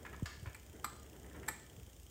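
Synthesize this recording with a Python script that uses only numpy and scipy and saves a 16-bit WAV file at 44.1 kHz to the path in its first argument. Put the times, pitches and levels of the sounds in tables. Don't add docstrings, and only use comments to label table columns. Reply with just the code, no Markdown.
import sys
import numpy as np
from scipy import signal
from scipy.fft import rfft, irfft, next_fast_len
from scipy.io import wavfile
from scipy.ndimage import map_coordinates

SR = 44100
rng = np.random.default_rng(int(sys.argv[2]) if len(sys.argv) > 2 else 0)


def store_wav(level_fs):
    pcm = np.round(np.clip(np.atleast_2d(level_fs), -1, 1) * 32767)
    wavfile.write(sys.argv[1], SR, pcm.T.astype(np.int16))


N = 92610

# start in seconds, level in dB, rise in seconds, needle ring trim in dB,
# knock pitch in Hz, then EQ gains in dB at that pitch, at 4.5 kHz and at the very top.
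CLICK_HITS = [(0.5473, -52, .0007, -22, 2450, 12, -2.5, -6), (0.8450, -39.5, 0.0011, 1.5, 1150, 8, 4, 6),
              (1.4859, -35, 0.0028, -2, 2040, 0, -5, -3)]
# frequency in Hz, relative level in dB.
CRACK_SPECTRUM = [(200, -17), (600, -13), (900, -1.5), (1900, 1), (2800, -14), (4100, -5.5), (5700, -10),
                  (6500, -19), (7700, 1.5), (8600, -5.5), (9500, -15), (12000, -9), (14200, -6),
                  (16000, -28)]
# pitch in Hz, relative level in dB, 60 dB decay in seconds.
BODY_MODES = [(869, -0.5, 0.067), (1040, -6, 0.062), (1235, 0, .035), (1480, -25, .03), (1744, 7, .035),
              (1930, 1.5, 0.071), (2290, -3.5, 0.042), (2367, -5.5, 0.088), (1935, -29, 0.81)]
# pitch in Hz, relative level in dB, 60 dB decay in seconds.
NEEDLE_MODES = [(4100, -17, .45), (5890, -23, .25), (7470, -11, .13), (7590, -11, .22), (7690, -5, .2),
                (7820, -11, .36), (7993, -7, .3), (8090, -11, .33), (8260, -12, .17), (11870, -21, .18)]

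def needle_clicks(scrape_s=0.002405):
    out = np.zeros(N)
    for start, db, rise, ring_db, knock_hz, knock_db, presence_db, top_db in CLICK_HITS:
        t = since(start)
        crack = amp(1.5) * noise(CRACK_SPECTRUM) * strike_envelope(t, rise, t60=0.028, hold=scrape_s)
        body = amp(-8.5) * ring(t - scrape_s / 2, BODY_MODES, rise)
        needles = amp(ring_db - 9.5) * ring(t, NEEDLE_MODES, rise)
        colour = lambda hz: amp(knock_db * bell(hz, knock_hz, octaves=0.22)
                                + presence_db * bell(hz, 4500, octaves=0.33)
                                + top_db * bell(hz, 17500, octaves=0.22))
        click = filtered(crack + body + needles, colour)
        out += amp(db) * in_room(click, wet_db=-9.5)
    return out


# start in seconds, level in dB, echo in dB relative to the tap.
TAP_HITS = [(0.052, -44.5, -3), (0.1305, -50, 0), (0.196, -60, -6), (0.46, -46.5, -2), (1.244, -58.5, -27),
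            (1.3117, -60.5, -13), (1.348, -51.5, -8.5), (1.4326, -50.5, -20)]
# frequency in Hz, relative level in dB.
TAP_SPECTRUM = [(150, -22), (400, -3), (700, -12), (880, -2.5), (1030, 3), (1150, -4.5), (1300, 5),
                (1500, -4.5), (1750, 7), (2000, -3), (2300, -1.5), (3200, -15), (5000, -24.5), (15000, -59)]

def taps(echo_s=0.0133):
    hits = [(start, db) for start, db, _ in TAP_HITS]
    echoes = [(start + echo_s, db + echo_db) for start, db, echo_db in TAP_HITS]
    return damped_knocks(hits + echoes, TAP_SPECTRUM, rise=0.0015, t60=0.057, wet_db=-6)


# start in seconds, level in dB.
CLACK_HITS = [(0.2583, -41.5)]
# frequency in Hz, relative level in dB.
CLACK_SPECTRUM = [(300, -16), (900, -4.5), (1300, -7.5), (1550, -1), (1740, 6.5), (2050, -4), (2600, -7.5),
                  (3900, -12), (5300, -7), (6100, -16), (7200, -8), (8500, -19), (10000, -23), (15000, -27)]

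def clack():
    return damped_knocks(CLACK_HITS, CLACK_SPECTRUM, rise=0.00077, t60=0.065, wet_db=-1.5)


# start in seconds, level in dB, length in seconds,
# opening pitch in Hz, the pitch it sinks towards in Hz.
BUMP_HITS = [(0.223, -30.5, 0.025, 416, 64), (0.377, -44.5, 0.015, 133, 76), (0.398, -46.5, 0.019, 130, 79),
             (0.425, -41, 0.024, 169, 90), (0.466, -39, 0.028, 131, 94), (1.385, -48.5, .03, 150, 89),
             (1.779, -45, 0.021, 172, 89), (1.818, -46.5, 0.034, 128.7, 76), (2.03, -52, .03, 150, 69)]

def handling_bumps(sag_s=0.0048):
    out = np.zeros(N)
    for start, db, length, start_hz, end_hz in BUMP_HITS:
        t = np.clip(since(start), 0, length)
        cycles = end_hz * t + (start_hz - end_hz) * sag_s * (1 - np.exp(-t / sag_s))
        swell = np.sin(np.pi * (t / length) ** 0.66)
        out += amp(db) * swell * np.sin(2 * np.pi * cycles)
    return out


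# time in seconds, relative level in dB.
HAND_MOVEMENT = [(0, -54.5), (.11, -57), (.21, -58.5), (.33, -64.5), (.45, -57.5), (.64, -67), (.75, -55),
                 (.81, -57), (1.0, -59), (1.15, -58), (1.28, -54), (1.33, -57), (1.36, -49), (1.41, -53),
                 (1.47, -53), (1.66, -64), (1.73, -59.5), (1.8, -62.5), (1.92, -68), (2.1, -71)]
# frequency in Hz, relative level in dB.
RUSTLE_SPECTRUM = [(40, -24), (90, -1), (140, 4), (220, 1.5), (380, 2.5), (520, -2.5), (700, -6),
                   (1100, -15), (2000, -13.5), (3500, -40.5), (10000, -35)]

def rustle(trim_db=-2, flutter_db=2.0):
    movement_db = np.interp(since(0), *np.transpose(HAND_MOVEMENT))
    return noise(RUSTLE_SPECTRUM) * amp(trim_db + movement_db + flutter_db * wobble(39.97))


# frequency in Hz, relative level in dB.
RUMBLE_SPECTRUM = [(20, -48), (33, -16), (48, -9.5), (65, 5), (85, -5), (120, -8.5), (200, -20), (400, -20),
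                   (900, -31.5), (3000, -77)]
HISS_SPECTRUM = [(300, -11.5), (1000, -0.5), (1800, -0.5), (2600, -2.5), (3150, 6), (4200, -7.5),
                 (5300, 0.5), (6800, 2), (8800, 1), (9700, -3.5), (11200, -10), (12700, -1.5), (14400, -3),
                 (15100, 2), (16000, -2.5)]
TICK_SPECTRUM = [(1000, -20), (2500, 5), (3200, 10.5), (4200, -6.5), (5400, 3.5), (5900, -5.5),
                 (6900, 13.5), (7900, -1.5), (8700, 9), (9600, -11), (11100, 0), (12000, -5.5), (13200, -6),
                 (13800, 7), (14400, -15), (15200, -7.5), (16000, -19.5)]

def background(tick_rate_hz=29.98, first_tick_s=0.0315, tick_width_s=0.0012):
    from_tick_s = ((since(first_tick_s) * tick_rate_hz + .5) % 1 - .5) / tick_rate_hz
    ticks = amp(-57.5) * np.exp(-.5 * (from_tick_s / tick_width_s) ** 2) * noise(TICK_SPECTRUM)
    rumble = amp(-57) * noise(RUMBLE_SPECTRUM)
    hiss = amp(-66) * noise(HISS_SPECTRUM)
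    return rumble + hiss + ticks


# frequency in Hz, 60 dB decay in seconds.
ROOM_DECAY = [(200, 0.13), (1000, 0.47), (2000, 0.52), (5000, 0.66), (9000, 0.38), (15000, 0.091)]

def in_room(x, wet_db):
    hz, t, bands = signal.stft(rng.standard_normal(SR * 3 // 4), SR, nperseg=256)
    decay = np.exp(-np.log(1000) * t / curve_at(ROOM_DECAY, hz)[:, None])
    _, tail = signal.istft(bands * decay, SR, nperseg=256)
    response = np.pad(tail, (SR // 250, 0)) / np.linalg.norm(tail)
    return x + amp(wet_db) * signal.fftconvolve(x, response)[:N]


def ring(t, modes, rise, scatter_db=1, blur_rad=0.55):
    out = np.zeros(N)
    for hz, db, t60 in modes:
        phase = 2 * np.pi * (hz * t + rng.random()) + blur_rad * wobble(70)
        out += amp(db + scatter_db * rng.normal()) * strike_envelope(t, rise, t60) * np.sin(phase)
    return out


def damped_knocks(hits, spectrum, rise, t60, wet_db):
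    power = sum((amp(db) * strike_envelope(since(start), rise, t60)) ** 2 for start, db in hits)
    return in_room(noise(spectrum) * np.sqrt(power), wet_db)


def strike_envelope(t, rise, t60, hold=0):
    return np.exp(np.minimum(t, 0) / rise - np.log(1000) * np.maximum(t - hold, 0) / t60)


def noise(spectrum):
    x = filtered(rng.standard_normal(N), lambda hz: amp(curve_at(spectrum, hz)))
    return x / np.sqrt(np.mean(x ** 2) + 1e-20)


def wobble(rate):
    return map_coordinates(rng.standard_normal(N // 100), [np.arange(N) * rate / SR])


def filtered(x, response):
    size = next_fast_len(N + SR // 2)
    return irfft(rfft(x, size) * response(np.fft.rfftfreq(size, 1 / SR)), size)[:N]


def bell(hz, centre_hz, octaves):
    return np.exp(-.5 * (np.log2((hz + 1) / centre_hz) / octaves) ** 2)


def curve_at(points, hz):
    point_hz, values = np.transpose(points)
    return np.interp(np.log(hz + 1), np.log(point_hz + 1), values)


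def since(start):
    return np.arange(N) / SR - start


def amp(db):
    return 10 ** (np.asarray(db) / 20)


def scene():
    return (clack() + needle_clicks() + taps() + handling_bumps() + rustle() + background())[None]


def record(dry, low_cut_hz=27, top_hz=15800):
    passband = lambda hz: (hz < top_hz) * hz ** 4 / np.hypot(hz ** 4, low_cut_hz ** 4)
    return filtered(dry[0], passband)[None]


dry = scene()
out = record(dry)
store_wav(out)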